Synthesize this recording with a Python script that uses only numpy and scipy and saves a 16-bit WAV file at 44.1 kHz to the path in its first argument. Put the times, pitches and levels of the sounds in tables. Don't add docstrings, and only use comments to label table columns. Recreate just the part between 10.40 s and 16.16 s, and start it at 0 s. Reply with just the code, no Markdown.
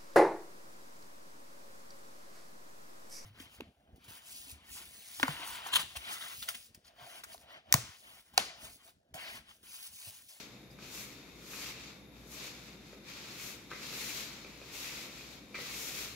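import sys
import numpy as np
from scipy import signal
from scipy.fft import rfft, irfft, next_fast_len
from scipy.io import wavfile
from scipy.ndimage import uniform_filter1d

SR = 44100
rng = np.random.default_rng(int(sys.argv[2]) if len(sys.argv) > 2 else 0)


def output_pcm(signal):
    pcm = np.clip(np.atleast_2d(signal).T, -1, 1) * 32767
    wavfile.write(sys.argv[1], SR, np.round(pcm).astype(np.int16))


def convert_level_to_amplitude(level_db):
    exponent = np.asarray(level_db, float) / 20
    return 10 ** exponent


N = 253883

# (full pressure at [s], rise [s], hold [s], fall [s], pressure [dB], speed as extra flour level [dB])
HAND_STROKES = [(0, .1, 0.015, .15, -50.5, -6), (0.126, .1, .01, 0.31, -61, -12),
                (0.313, .03, 0.018, .1, -74, 6), (0.392, .01, .02, .1, -62, -12),
                (0.428, .04, .02, 0.14, -54.5, -8), (0.554, 0.17, 0.06, 0.23, -49.5, 1.5),
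                (0.72, 0.092, .01, 0.88, -59, -9), (1.12, 0.23, 0.089, .1, -52.5, 1.5),
                (1.223, 0.16, 0.086, 0.074, -46.5, -4.5), (1.368, .1, .11, 0.19, -53, -13),
                (1.76, 0.094, 0.087, .1, -65.5, -6), (1.93, 0.13, 0.034, 0.088, -57.5, 5.5),
                (1.974, 0.086, 0.032, 0.11, -49.5, -7), (2.045, 0.12, 0.033, 0.14, -48, -4.5),
                (2.15, .1, 0.13, 0.29, -57, -8.5), (2.48, .3, 0.068, 0.16, -61.5, -10),
                (2.689, 0.086, 0.23, .2, -51.5, -10), (3.03, 0.26, 0.074, 0.18, -49, 0),
                (3.307, .012, .1, .2, -54, -17), (3.432, 0.11, 0.12, .2, -48.5, -8.5),
                (3.604, 0.35, 0.095, 0.18, -45.5, -0.5), (3.754, 0.15, 0.032, 0.29, -43, -3),
                (3.94, 0.15, 0.04, 0.56, -56, -11), (4.245, 0.48, .05, .1, -57.5, -7),
                (4.352, 0.084, 0.067, 0.27, -49, -0.5), (4.42, 0.21, .2, 0.27, -48, -4.5),
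                (4.773, 0.26, .17, 0.19, -54.5, -7), (5.152, .008, 0.049, .1, -51.5, -20),
                (5.202, 0.087, 0.14, .2, -47.5, -6.5), (5.393, 0.27, 0.093, .2, -47.5, 3),
                (5.57, .2, 0.059, 0.24, -44.5, -1)]
# (frequency [Hz], relative level [dB])
CRUMB_COLOUR = [(1200, -22.5), (1800, -9.5), (3000, -3), (4200, -1), (5500, -4.5), (7000, -9), (7800, -15),
                (9000, -65)]
# (frequency [Hz], relative level [dB])
FLOUR_COLOUR = [(4000, -13), (5500, 9), (7000, 8.5), (7700, 1), (8500, 0.5), (10000, -0.5), (12000, 6),
                (13500, 3.5), (14500, 3.5), (16000, -0.5)]
# (frequency [Hz], relative level [dB])
BOWL_COLOUR = [(120, -20), (250, -7), (450, -1), (750, -8), (1300, -2), (1800, -4.5), (2500, -54)]
# (frequency [Hz], relative level [dB])
RASP_COLOUR = [(1500, -20), (1900, -4), (2200, -1), (2450, 0), (2700, -2.5), (3100, -23.5)]

# (frequency [Hz], relative density [dB per Hz])
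ROOM_RUMBLE = [(20, -34), (35, -25), (59, -1), (72, -6), (90, -10.5), (105, -15), (124, 0), (174, -2.5),
               (295, -2), (520, -11), (700, -13.5), (1500, -24.5), (2300, -15), (3000, -26)]
# (frequency [Hz], relative density [dB per Hz])
ROOM_TREBLE = [(3700, -21.5), (4500, -28), (6500, -31), (7200, -32), (8100, -52), (10000, -37.5),
               (11300, -27.5), (12000, -28), (12900, -33), (13400, -36), (16000, -40)]
# (centre [Hz], width [Hz], level [dB rms])
STANDING_WAVES = [(126, 24, -71.5), (204.2, 15, -67), (286, 37, -71), (508, 14, -73.5), (3740, 180, -72)]
# (frequency [Hz], central level [dB rms], waver [Hz], left over right [dB])
MAINS_HUM = [(58.8, -69, 1.9, 3.5), (118.5, -71.5, 3.2, 0)]
# (frequency [Hz], central level [dB rms], waver [Hz], left over right [dB])
THIN_WHINE = (3626, -75, 1.5, 5)

# (frequency [Hz], t60 [s])
KITCHEN_DECAY = [(200, 0.32), (1000, 0.39), (4000, 0.31), (12000, 0.22)]
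# (delay [s], level [dB])
NEAR_SURFACES = [(.0085, -11), (.015, -14), (.023, -15)]
# (time [s], starting level [dB], frequency [Hz], t60 [s])
HIGH_TICKS = [(.3055, -52, 4950, 0.032), (3.583, -46, 4000, .03), (3.603, -51, 4400, 0.039),
              (3.621, -41.5, 4310, 0.052), (3.636, -48, 4210, .04)]
# (time [s], level [dB], pitch of the struck spot [Hz], lower wall [dB re knock], whole bowl [dB re knock])
BOWL_KNOCKS = [(0.388, -47.5, 2370, -4, -18), (0.424, -48.5, 2550, -11, -4), (1.134, -41, 2500, -7, -12),
               (1.262, -38.5, 2700, -12, -18), (2.531, -53.5, 2400, -3.5, 9), (2.999, -42, 2226, -12, -20),
               (3.31, -52.5, 2350, 4, -15), (3.315, -43, 2500, -6, -0.5), (3.315, -42, 2130, 1.5, -20),
               (3.326, -40, 2050, -23, -17), (3.333, -38.5, 2100, -23, -10), (3.529, -43, 2700, -4, -0.5),
               (4.047, -41.5, 2380, -13, -3.5), (4.215, -46.5, 2460, -6.5, 1.5),
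               (4.793, -42, 2460, -18, -14), (5.144, -35, 2350, -16.5, -14), (5.147, -38, 2390, -10, -19),
               (5.152, -36.5, 2070, -8, -15), (5.159, -36, 1990, -16, -15), (5.188, -36.5, 1960, -12, -3.5)]
# (multiple of its pitch [ratio], level [dB re knock], t60 [s])
SPOT_MODES = [(1, 1, 0.024), (1.07, -20, 0.022), (1.9, -8.5, .012)]
# (frequency [Hz], level [dB re its share], t60 [s])
LOWER_WALL_MODES = [(1130, -5, 0.0072), (1310, 5.5, 0.019), (1530, 1, 0.026)]
# (frequency [Hz], level [dB re its share], t60 [s])
WHOLE_BOWL_MODES = [(217, -18, 0.028), (404, -1.5, 0.044), (500, 3, 0.029)]

# (frequency [Hz], likeness [0 to 1])
PORT_LIKENESS = [(60, 0.92), (250, 0.93), (500, 0.79), (700, 0.53), (1150, 0.42), (1600, 0.07),
                 (1900, 0.031), (2450, 0.62), (2900, 0.094), (6000, 0.017), (6700, 0.056), (7200, 0.057),
                 (16000, 0.048)]
# (frequency [Hz], left over right [dB])
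PORT_COLOUR = [(60, 0), (200, 1.5), (600, 1), (1200, 4), (2200, 0), (3000, 0.5), (4000, 5.5), (5300, 0.5),
               (6300, 3.5), (7500, 11), (9000, 10.5), (11300, 10), (12500, 5), (14000, -1), (15500, 6)]

SWING_DB = 20
FIRM_DB = -48
BOWL_DB, BOWL_FOLLOWS = -8, 0.73
RASP_DB, RASP_FOLLOWS = -5, 0.88
FLOUR_STEEPER, FLOUR_LEAD_S = 1.45, 0.004
CRACK_DB = -9
ROOM_DB = -56
EDGE_HZ = 15770


def evened(x):
    return x / np.sqrt(np.mean(x ** 2) + 1e-20)


def read(points, hz):
    f, value = np.transpose(points)
    return np.interp(np.log(hz + 1), np.log(f + 1), value)


def add(mix, start_s, sound):
    part = mix[round(start_s * SR):][:len(sound)]
    part += sound[:len(part)]


def coloured(x, gain):
    size = next_fast_len(N)
    spectrum = rfft(x, size)
    return irfft(spectrum * gain(np.fft.rfftfreq(size, 1 / SR)), size)[..., :N]


def slow(per_s, channels=1):
    width = max(round(SR / per_s), 1)
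    once = uniform_filter1d(rng.standard_normal((channels, N)), width)
    return evened(uniform_filter1d(once, width))


def ported(pair):
    def same(hz):
        return np.clip(read(PORT_LIKENESS, hz), 0, 1)

    def own(hz):
        return np.sqrt(1 - same(hz) ** 2)

    left = pair[0]
    right = coloured(left, same) + coloured(pair[1], own)
    return np.array([left, right])


def slopes_db(t, full_s, rise_s, hold_s, fall_s):
    before = (full_s - t) / rise_s
    after = (t - full_s - hold_s) / fall_s
    return -SWING_DB * np.maximum(np.maximum(before, after), 0)


def together(levels_db):
    return 10 * np.log10(sum(convert_level_to_amplitude(db) ** 2 for db in levels_db) + 1e-12)


def stroke_levels():
    t = np.arange(0, N, 32) / SR
    pressure, flour = [], []
    for *shape, db, speed_db in HAND_STROKES:
        pressure.append(db + slopes_db(t, *shape))
        flour.append(db + speed_db + FLOUR_STEEPER * slopes_db(t + FLOUR_LEAD_S, *shape))
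    every = np.arange(N) / SR
    return np.interp(every, t, together(pressure)), np.interp(every, t, together(flour))


def grains(spectrum, per_s, spread_db):
    size_db = spread_db * np.minimum(rng.exponential(1, (2, N)), 3)
    slips = convert_level_to_amplitude(size_db) * rng.choice([-1., 1.], (2, N))
    slips = slips * (rng.random((2, N)) < per_s / SR)
    return evened(coloured(slips, lambda hz: convert_level_to_amplitude(read(spectrum, hz))))


def strokes():
    pressure_db, flour_db = stroke_levels()

    def partly(db, follows):
        return convert_level_to_amplitude(FIRM_DB + db + follows * (pressure_db - FIRM_DB))

    grit = convert_level_to_amplitude(pressure_db) * grains(CRUMB_COLOUR, per_s=11000, spread_db=2.0)
    flour = convert_level_to_amplitude(flour_db) * grains(FLOUR_COLOUR, per_s=20000, spread_db=1.0)
    bowl = partly(BOWL_DB, BOWL_FOLLOWS) * grains(BOWL_COLOUR, per_s=3000, spread_db=3.5)
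    catching = convert_level_to_amplitude(1.05 * slow(24))
    rasp = partly(RASP_DB, RASP_FOLLOWS) * catching * grains(RASP_COLOUR, per_s=1100, spread_db=3.5)
    clumps = convert_level_to_amplitude(0.6 * slow(80))
    return clumps * (grit + flour + bowl + rasp)


def room_noise():
    def broad(hz):
        return convert_level_to_amplitude(read(ROOM_RUMBLE + ROOM_TREBLE, hz))

    out = convert_level_to_amplitude(ROOM_DB) * evened(coloured(rng.standard_normal((2, N)), broad))
    for centre, width, db in STANDING_WAVES:
        def peak(hz):
            return 1 / (1 + (2 * (hz - centre) / width) ** 2)

        out += convert_level_to_amplitude(db) * evened(coloured(rng.standard_normal((2, N)), peak))
    return ported(out)


def hum_and_whine():
    out = np.zeros((2, N))
    for hz, db, waver_hz, left_db in MAINS_HUM + [THIN_WHINE]:
        turns = np.cumsum(hz + waver_hz * slow(5.83)[0]) / SR
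        lean_db = np.array([[.5], [-.5]]) * left_db
        level = convert_level_to_amplitude(db + 1.5 * slow(8)[0] + lean_db)
        out += level * np.sqrt(2) * np.sin(2 * np.pi * (turns + rng.random()))
    return out


def echoes():
    length, first, spacing = SR // 2, 200, 20
    taps = np.zeros((2, length))
    at = np.arange(first, length - spacing, spacing)
    at = at + rng.integers(0, spacing, (2, len(at)))
    np.put_along_axis(taps, at, rng.choice([-1., 1.], at.shape), 1)
    hz, t, bands = signal.stft(taps, SR, nperseg=256)
    decay = convert_level_to_amplitude(-60 * t / read(KITCHEN_DECAY, hz)[:, None])
    tail = signal.istft(bands * decay, SR, nperseg=256)[1]
    return tail / np.linalg.norm(tail[0])


def kitchen(x, count=10, turns_per_s=1.6):
    turn = np.arange(N) / SR * turns_per_s
    out = np.zeros((2, N))
    for k in range(count):
        away = abs((turn - k / count + .5) % 1 - .5) * count
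        share = np.cos(np.pi / 2 * np.minimum(away, 1))
        out += signal.fftconvolve(x * share, echoes(), axes=1)[:, :N]
    return out


def ring(hz, db, t60, rise=0.00028):
    t = np.arange(round(.15 * SR)) / SR
    return convert_level_to_amplitude(db - 60 * t / t60) * np.sin(2 * np.pi * hz * t) * (1 - np.exp(-t / rise))


def ticks():
    out = np.zeros(N)
    for start_s, db, hz, t60 in HIGH_TICKS:
        add(out, start_s, ring(hz, db, t60, rise=0.00056))
    return out


def knocks():
    out = np.zeros(N)
    t = np.arange(400) / SR
    for start_s, db, hz, wall_db, dull_db in BOWL_KNOCKS:
        noise = np.diff(uniform_filter1d(rng.standard_normal(400), size=4), prepend=0)
        add(out, start_s, convert_level_to_amplitude(db + wall_db + CRACK_DB - 60 * t / 0.015) * noise)
        for multiple, mode_db, t60 in SPOT_MODES:
            add(out, start_s, ring(hz * multiple, db + mode_db, t60))
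        for mode_hz, mode_db, t60 in LOWER_WALL_MODES:
            add(out, start_s, ring(mode_hz, db + wall_db + mode_db, t60))
        for mode_hz, mode_db, t60 in WHOLE_BOWL_MODES:
            add(out, start_s, ring(mode_hz, db + dull_db + mode_db, t60, rise=0.001))
    return out


def near_reflections(direct):
    thrown = direct.copy()
    for delay_s, db in NEAR_SURFACES:
        add(thrown, delay_s, convert_level_to_amplitude(db) * direct)
    return thrown


def scene():
    rub = strokes()
    blows = near_reflections(ticks() + knocks()) * np.ones((2, 1))
    room_echo = kitchen(convert_level_to_amplitude(-9) * rub + convert_level_to_amplitude(-4) * blows)
    return blows + ported(rub + room_echo) + room_noise() + hum_and_whine()


def roll_off(x):
    return signal.sosfilt(signal.butter(12, 16260, fs=SR, output="sos"), x)


def record(dry):
    def port_gain(hz):
        colour = convert_level_to_amplitude(np.array([[.5], [-.5]]) * read(PORT_COLOUR, hz))
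        return colour * np.clip((EDGE_HZ - hz) / 40, 0, 1)

    mix = coloured(dry, port_gain)
    return roll_off(mix)


dry = scene()
out = record(dry)
output_pcm(out)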